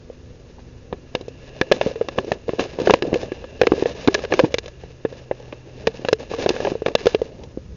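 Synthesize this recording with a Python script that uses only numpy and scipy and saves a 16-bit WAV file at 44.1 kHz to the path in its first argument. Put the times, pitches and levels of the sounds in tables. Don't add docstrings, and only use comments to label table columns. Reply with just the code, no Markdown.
import sys
import numpy as np
from scipy import signal
from scipy.fft import rfft, irfft
from scipy.io import wavfile

SR = 44100
rng = np.random.default_rng(int(sys.argv[2]) if len(sys.argv) > 2 else 0)


def output_pcm(signal):
    pcm = np.clip(np.atleast_2d(signal).T, -1, 1) * 32767
    wavfile.write(sys.argv[1], SR, np.round(pcm).astype(np.int16))


N = 342216
TIME = np.arange(N) / SR
MIC_EDGE_HZ = 6950


# (time [s], knock gain [dB], knock pitch [Hz], knock decay [s],
#  crack gain [dB], crack tilt [dB/octave], crack ring [Hz])
BITES = [(.1001, -17.5, 482, 0.004, -62, -2, 2960), (.5905, -46, 408, 0.0073, -47, -0.5, 990),
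         (.9271, -1, 470, 0.0014, -26.5, -9.5, 3860), (1.1507, 1, 496, 0.0016, -14.5, 2.5, 4200),
         (1.2106, -13.5, 376, .002, -37.5, 8, 1020), (1.2818, -14.5, 447, 0.0036, -39, 10.5, 1000),
         (1.613, 7, 365, .0019, -5.5, -2.5, 1880), (1.7148, 8, 486.6, 0.0036, -9.5, -1.5, 1360),
         (1.72, 4, 505, 0.0033, -3.5, 2, 3540), (1.8123, 2, 598, 0.0019, -14, -3, 3150),
         (1.8628, 5.5, 312, 0.00077, -46, 0, 3010), (1.8681, -6, 479, 0.005, -33, 4, 1020),
         (1.9121, -15, 514, 0.005, -46, 9.5, 1440), (1.957, -16.5, 450, 0.011, -35, 3, 1860),
         (2.0118, -1, 465, 0.0044, -29, -10, 6000), (2.0857, -20, 543, 0.0076, -18.5, 0.5, 1190),
         (2.179, -8.5, 460, .0043, -42, 16, 1020), (2.1852, 8, 530, 0.0013, -13.5, -4.5, 3030),
         (2.2457, -11, 417, 0.0026, -42, 10, 5840), (2.3179, 5.5, 560, 0.0013, -13, -0.5, 1930),
         (2.4814, -10.5, 467, 0.0065, -38, 7, 980), (2.492, 2.5, 500, 0.0011, -26.5, -10, 6030),
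         (2.5343, -3.5, 430, 0.0016, -48, 1, 1070), (2.5941, -1, 482, 0.0033, -16, -8.5, 3640),
         (2.7873, -2.5, 436, 0.0019, -30.5, 1, 1040), (2.8174, -1.5, 340, 0.0012, -36, 0, 4550),
         (2.86, -20, 390, .0044, -25, 2, 5630), (2.872, -3.5, 347, 0.011, -11.5, -10, 5510),
         (2.8964, -10, 370, 0.0028, -12, -13, 2910), (2.906, 7.5, 462, 0.0023, -3, -2.5, 3570),
         (2.9373, 9.5, 527, 0.0026, -1.5, -4, 1040), (3.0226, -5.5, 383, 0.0054, -16, 1, 4850),
         (3.0364, -9, 330, 0.0045, -50, 1, 4850), (3.051, -12, 483, 0.0044, -39, 0, 5170),
         (3.0761, -12, 316, .0039, -48, 5, 4750), (3.1296, 5, 380, 0.0013, -29, -4, 1860),
         (3.1414, -3, 370, 0.0046, -18, 3, 2580), (3.1574, -6, 484, 0.0069, -40, 5, 1040),
         (3.2313, -6.5, 520, 0.0016, -41.5, 11, 1000), (3.3188, -8.5, 370, 0.005, -31, -0.5, 1800),
         (3.441, -22, 520, .0064, -33.5, -1.5, 980), (3.6146, 7.5, 496, 0.0041, -5, 1.5, 1400),
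         (3.6344, -2, 470, .003, -22.5, -4, 1840), (3.6692, 0.5, 464, 0.0053, -6.5, -0.5, 2170),
         (3.7191, 9.5, 350, 0.0027, -23, -4, 1060), (3.7354, 0.5, 397, 0.002, -36, 4, 4360),
         (3.7788, -10, 457, 0.0034, -58.5, 5, 970), (3.8241, 1.5, 397, 0.0031, -30, -5, 4700),
         (3.8572, -3, 480, 0.005, -24, -2, 1860), (4.075, 1.5, 300, 0.004, -10, 2.5, 2040),
         (4.083, 13.5, 363, 0.0023, -14.5, -4, 5280), (4.1432, -18.5, 595, 0.0017, -11, 9.5, 1320),
         (4.148, -8, 419, 0.0082, -9, 3.5, 1620), (4.1904, -29, 369, 0.0023, -26.5, -1, 1230),
         (4.2387, -14.5, 520, 0.0065, -27, 0, 5870), (4.249, -12, 458, 0.0041, -23, 0, 1620),
         (4.3224, -0.5, 495, 0.004, -14.5, -7, 1760), (4.3376, -4.5, 361, 0.0055, -12.5, -1, 6100),
         (4.392, -1.5, 485, 0.0082, -6.5, -0.5, 960), (4.397, -1.5, 546, 0.0071, -11, 1, 1450),
         (4.4369, 3.5, 262, 0.0022, -46, -3, 1020), (4.4438, 7, 418, .0015, -24, -12.5, 2230),
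         (4.5416, -1.5, 492, 0.0035, -11.5, 6, 2300), (4.584, -10, 435, 0.0027, -16.5, 7, 5940),
         (4.659, -22, 487, 0.005, -34.5, 7, 3550), (4.6801, -25.5, 590, 0.0048, -32.5, 4.5, 5870),
         (4.8366, -19.5, 456, 0.0024, -43, -2, 6000), (5.0506, 2, 448, 0.0025, -25.5, -8, 1770),
         (5.312, -1, 522, 0.0024, -27.5, -13.5, 1840), (5.525, -22.5, 584, 0.0053, -30, -6, 3170),
         (5.871, -0.5, 425, 0.0026, -10.5, 2, 930), (5.8752, 6, 530, 0.001, -27.5, 8, 3700),
         (5.9943, -12, 355, 0.0017, -58, 8, 980), (6.0487, -1.5, 447, 0.0014, -21.5, -1.5, 2380),
         (6.0858, -7, 496, 0.0058, -13, 4, 1010), (6.1287, 8.5, 463, 0.0018, -7.5, 3, 5060),
         (6.3147, -9, 487, 0.0024, -31.5, -3, 5400), (6.3367, -20.5, 460, 0.026, -31.5, -12, 1100),
         (6.4611, -6, 375, 0.0032, -15.5, -8.5, 5100), (6.4909, -2.5, 448, 0.0035, -11.5, 8, 4520),
         (6.5038, -4.5, 363, 0.0053, -25, -10, 6000), (6.5628, -11, 490, 0.0039, -27.5, -1, 1520),
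         (6.603, -5, 490, 0.0021, -27, 2, 6000), (6.649, -18, 412, 0.024, -18.5, -10, 5630),
         (6.6696, -7.5, 545, 0.0064, -23.5, -7.5, 980), (6.7181, -3, 363, 0.0023, -40, -14, 1160),
         (6.7532, -5.5, 460, 0.003, -64, 1, 980), (6.82, -4.5, 440, 0.0021, -38, -1, 5870),
         (6.8618, 1, 520, 0.0028, -14.5, -2.5, 3840), (6.883, -3.5, 414, 0.0016, -22, 0.5, 1290),
         (6.9517, 3.5, 538, 0.0026, -6.5, 3, 3570), (7.0573, -1, 396, 0.0033, -22, 7, 1020),
         (7.0679, 6, 475, 0.0047, -11, 5.5, 1210), (7.1472, 2, 432, 0.0045, -15.5, 0, 3600),
         (7.2168, -2, 460, 0.0043, -32, 4.5, 970), (7.4355, -29.5, 484, 0.011, -38, 5, 5660),
         (7.5736, -6, 318, 0.0017, -52, -5, 5870)]
# (frequency [Hz], gain [dB])
CRACK_SPECTRUM = [(100, -6.5), (400, 19), (850, 11.5), (1450, 0.5), (2200, 3), (3200, -3), (4500, -5),
                  (6600, -11)]

def chewing(bites, crack_decay_s=0.0022, doubling_db=34.5, low_cut_hz=75):
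    t = np.arange(4096) / SR
    knocks, cracks = np.zeros(N), np.zeros(N)
    for start_s, knock_db, knock_hz, knock_decay_s, crack_db, tilt_db_per_oct, ring_hz in bites:
        add(knocks, start_s, amp(knock_db) * knock(t, knock_hz, knock_decay_s))
        decay_s = crack_decay_s * 2 ** (-crack_db / doubling_db)
        add(cracks, start_s, amp(crack_db) * crack(t, decay_s, tilt_db_per_oct, ring_hz))
    low_cut = signal.butter(2, low_cut_hz, "high", fs=SR, output="sos")
    return signal.sosfilt(low_cut, knocks + hollow(cracks, CRACK_SPECTRUM))


def knock(t, hz, decay_s, rise_s=0.0011, after_decay_s=0.012, push_hz=215, push_decay_s=0.0015):
    ring = np.exp(-t / decay_s) * np.sin(2 * np.pi * hz * t)
    after_hz = rng.uniform(370, 540)
    after_ring = amp(-22) * np.exp(-t / after_decay_s) * np.sin(2 * np.pi * (after_hz * t + rng.random()))
    push = amp(-15) * np.exp(-t / push_decay_s) * np.sin(2 * np.pi * push_hz * t)
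    return (ring + after_ring) * (1 - np.exp(-t / rise_s)) + push


def crack(t, decay_s, tilt_db_per_oct, ring_hz, build_s=0.0006, snap=1.45, grain=0.4, ring_oct=0.2):
    fractures = rng.standard_normal(len(t)) * np.exp(grain * rng.standard_normal(len(t)))
    burst = fractures * np.exp(-t / decay_s) * (1 - np.exp(-t / build_s))
    burst *= np.sqrt(decay_s * SR / 2 / np.sum(burst ** 2))
    burst[np.searchsorted(t, build_s)] += snap
    hz = np.clip(abs(np.fft.fftfreq(len(t), 1 / SR)), 100, MIC_EDGE_HZ)
    treble_tilt_db = tilt_db_per_oct * np.log2(np.hypot(hz, 1300) / 2600)
    ring_db = 6 / (1 + (np.log2(hz / ring_hz) / ring_oct) ** 2)
    return np.fft.ifft(np.fft.fft(burst) * causal(treble_tilt_db + ring_db)).real


def nibbles(rubbing_gain, median_gap_s=1 / 13, scatter_db=3.5, knock_hz=429, spread_oct=0.2,
            knock_decay_s=0.0053, tilt_db_per_oct=5.5, ring_hz=1020):
    gap_draws, level_draws, pitch_draws = rng.standard_normal((400, 3)).T
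    times_s = median_gap_s * np.cumsum(np.exp(0.5 * gap_draws))
    levels_db = 20 * np.log10(np.interp(times_s, TIME, rubbing_gain)) - scatter_db * level_draws
    pitches_hz = knock_hz * 2 ** (spread_oct * pitch_draws)
    return [(start_s, db + 15.5, hz, knock_decay_s, db - 3.5, tilt_db_per_oct, ring_hz)
            for start_s, db, hz in zip(times_s, levels_db, pitches_hz) if start_s < N / SR]


# (centre [Hz], width [Hz], peak [dB])
HOLLOW_RESONANCES = [(1100, 480, 1.5), (1689, 184, 11), (2755, 650, 9), (3590, 370, 6), (3984, 140, 6),
                     (5100, 270, 3.5)]

def hollow(x, spectrum):
    hz = abs(np.fft.fftfreq(2048, 1 / SR))
    peaks_db = sum(peak_db / (1 + (2 * (hz - centre_hz) / width_hz) ** 2)
                   for centre_hz, width_hz, peak_db in HOLLOW_RESONANCES)
    impulse_response = np.fft.ifft(causal(spectrum_db(spectrum, hz) + peaks_db)).real
    return signal.oaconvolve(x, impulse_response)[:N]


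# (start [s], length [s], rustle level [dB], rubbing level [dB])
TUGS = [(0.901, 0.026, -64, -43), (1.114, 0.096, -56, -47), (1.378, 0.26, -51, -49),
        (1.533, 0.17, -55, -46), (1.715, 0.054, -37, -31), (1.803, 0.1, -37.5, -33.5),
        (1.958, 0.18, -50.5, -44.5), (2.155, 0.057, -45, -36), (2.258, 0.093, -44.5, -37.5),
        (2.464, 0.18, -45, -43.5), (2.582, 0.023, -29, -22.5), (2.683, .09, -45, -41),
        (2.78, 0.17, -37.5, -29.5), (3.026, 0.12, -46, -30), (3.132, 0.12, -40.5, -35),
        (3.307, 0.26, -51.5, -44), (3.59, 0.2, -44, -40), (3.736, 0.093, -38, -35),
        (3.855, 0.043, -35, -32.5), (3.941, 0.11, -39, -38.5), (4.091, 0.15, -39, -38),
        (4.297, 0.15, -37, -30.5), (4.506, 0.011, -39.5, -42), (4.624, 0.02, -44, -40.5),
        (4.784, 0.12, -55.5, -55), (5.079, 0.13, -50, -45), (5.317, .24, -54.5, -48.5),
        (5.65, 0.16, -55.5, -45), (5.778, 0.13, -48, -42), (5.923, 0.19, -46.5, -45),
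        (6.18, 0.052, -42.5, -37.5), (6.291, 0.15, -38.5, -36), (6.375, 0.057, -32.5, -25.5),
        (6.472, 0.11, -36, -34.5), (6.599, .11, -36, -31.5), (6.85, 0.023, -38.5, -27.5),
        (6.969, 0.14, -37, -40), (7.107, 0.023, -46, -37), (7.172, 0.088, -49.5, -40),
        (7.267, 0.17, -62, -44)]

def effort(attack_s=0.018, release_s=0.033, rest_rustle_db=-60.5, rest_rubbing_db=-55):
    rustle_power = np.full(N, amp(rest_rustle_db) ** 2)
    rubbing_power = np.full(N, amp(rest_rubbing_db) ** 2)
    t = np.arange(SR) / SR
    for start_s, length_s, rustle_db, rubbing_db in TUGS:
        envelope = np.minimum(t / attack_s, 1) * np.exp(-np.maximum(t - length_s, 0) / release_s)
        add(rustle_power, start_s, (amp(rustle_db) * envelope) ** 2)
        add(rubbing_power, start_s, (amp(rubbing_db) * envelope) ** 2)
    return np.sqrt(rustle_power), np.sqrt(rubbing_power)


# (frequency [Hz], gain [dB])
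RUSTLE_SPECTRUM = [(100, -11.5), (500, -1), (900, 7), (1400, -1), (2300, 2.5), (3200, -2.5), (4500, 0.5),
                   (6600, -2)]
RUBBING_SPECTRUM = [(60, -21), (150, -12), (250, -6), (350, -8), (470, -4.5), (560, -5), (680, -12.5),
                    (1200, -30.5), (3000, -61.5)]

def tugging(rustle_gain, rubbing_gain, stalks_per_s=350, flutter_db=1.9, lumps_db=2.5):
    ticks = unit_rms(rng.standard_normal(N) * (rng.random(N) < stalks_per_s / SR))
    rustle = unit_rms(hollow(rng.standard_normal(N) + amp(-3) * ticks, RUSTLE_SPECTRUM))
    rustle *= amp(flutter_db * waver(25))
    rubbing = noise(RUBBING_SPECTRUM) * amp(lumps_db * waver(55))
    return rustle_gain * rustle + rubbing_gain * rubbing


# (middle [s], half length [s], level [dB], centre [Hz])
SCUFFS = [(0.588, 0.0055, -46.5, 820), (5.46, 0.2, -58, 775), (5.594, 0.23, -70, 1010),
          (7.44, 0.032, -53, 855)]

def scuffs(width_oct=0.34):
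    hz = np.fft.rfftfreq(N, 1 / SR)
    mix = np.zeros(N)
    for middle_s, half_length_s, db, centre_hz in SCUFFS:
        band = np.exp(-(np.log2((hz + 1) / centre_hz) / width_oct) ** 2)
        swell = np.exp(-((TIME - middle_s) / half_length_s) ** 2)
        mix += amp(db) * shaped_noise(band) * swell
    return mix


# (time [s], level [dB])
HISS_LEVELS = [(0, -84), (.9, -68), (1.7, -52.5), (2.35, -61.5), (3.3, -52.5), (4.8, -62.5), (6.25, -62),
               (6.55, -50), (7.5, -75)]
# (frequency [Hz], gain [dB])
HISS_SPECTRUM = [(300, -35), (1400, -14), (1700, -4), (2100, -11), (2780, 0), (3300, -18), (6500, -19)]

def soft_hiss():
    hiss = unit_rms(hollow(rng.standard_normal(N), HISS_SPECTRUM))
    return hiss * amp(np.interp(TIME, *np.transpose(HISS_LEVELS)))


# (time [s], level [dB])
RUMBLE_LEVELS = [(0, -45), (1.7, -47), (2.3, -53.5), (2.75, -44), (3.6, -45), (4.3, -41), (5.2, -51.5),
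                 (6.3, -47.5), (6.55, -42), (6.9, -47), (7.76, -39.5)]

def rumble(swell_db=1.6, swell_hz=4.5):
    low_noise = noise([(15, -17), (35, -12), (60, 1), (110, -7), (180, -8.5), (400, -44), (1500, -78)])
    level_db = np.interp(TIME, *np.transpose(RUMBLE_LEVELS))
    return low_noise * amp(level_db + swell_db * waver(swell_hz))


# (time [s], fundamental level [dB], octave level [dB])
DRONE_LEVELS = [(0, -57, -55), (.9, -54.5, -55.5), (1.6, -49.5, -55), (4.5, -51.5, -66.5),
                (5.6, -44.5, -63), (6.4, -54.5, -61), (7.76, -59.5, -56.5)]

def drone(pitch_hz=126, wander_hz=2.2, flicker_db=1.8):
    times_s, *partials_db = np.transpose(DRONE_LEVELS)
    phase = 2 * np.pi * np.cumsum(pitch_hz + wander_hz * waver(2.2)) / SR
    mix = np.zeros(N)
    for harmonic, db in enumerate(partials_db, 1):
        level_db = np.interp(TIME, times_s, db) + flicker_db * waver(7.8)
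        mix += np.sqrt(2) * amp(level_db) * np.sin(harmonic * phase)
    return mix


# (frequency [Hz], gain [dB])
AIR_SPECTRUM = [(25, -1), (75, 5.5), (180, -21.5), (300, -7), (480, -5), (650, -21.5), (1000, -22.5),
                (1500, -25.5), (2700, -28), (3400, -30), (6800, -28.5)]

def air(level_db=-46.5):
    return amp(level_db) * noise(AIR_SPECTRUM)


def amp(db):
    return 10 ** (np.asarray(db) / 20)


def unit_rms(x):
    return x / np.sqrt(np.mean(x ** 2) + 1e-20)


def add(mix, start_s, sound):
    part = mix[max(round(start_s * SR), 0):][:len(sound)]
    part += sound[:len(part)]


def spectrum_db(spectrum, hz):
    points_hz, db = np.transpose(spectrum)
    return np.interp(np.log(hz + 1), np.log(points_hz + 1), db)


def causal(db):
    return np.exp(np.conj(signal.hilbert(np.log(amp(db)))))


def shaped_noise(bin_gains):
    return unit_rms(irfft(rfft(rng.standard_normal(N)) * bin_gains, N))


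def noise(spectrum):
    return shaped_noise(amp(spectrum_db(spectrum, np.fft.rfftfreq(N, 1 / SR))))


def waver(max_hz):
    return shaped_noise(np.fft.rfftfreq(N, 1 / SR) < max_hz)


def scene():
    rustle_gain, rubbing_gain = effort()
    grass = tugging(rustle_gain, rubbing_gain) + scuffs()
    background = soft_hiss() + rumble() + drone() + air()
    bites = chewing(BITES + nibbles(rubbing_gain))
    return (bites + grass + background)[None]


def low_pass(x, hz, taps):
    return signal.oaconvolve(x, signal.firwin(taps, hz, window=("kaiser", 8), fs=SR), "same")


def record(dry, overload=0.7, ceiling=0.71, output_edge_hz=16000):
    narrow = low_pass(dry[0], MIC_EDGE_HZ + 500, taps=181)
    overloaded = low_pass(np.clip(narrow, -overload, overload), MIC_EDGE_HZ, taps=181)
    clipped = np.clip(overloaded, -ceiling, ceiling)
    return low_pass(clipped, output_edge_hz, taps=255)[None]


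dry = scene()
out = record(dry)
output_pcm(out)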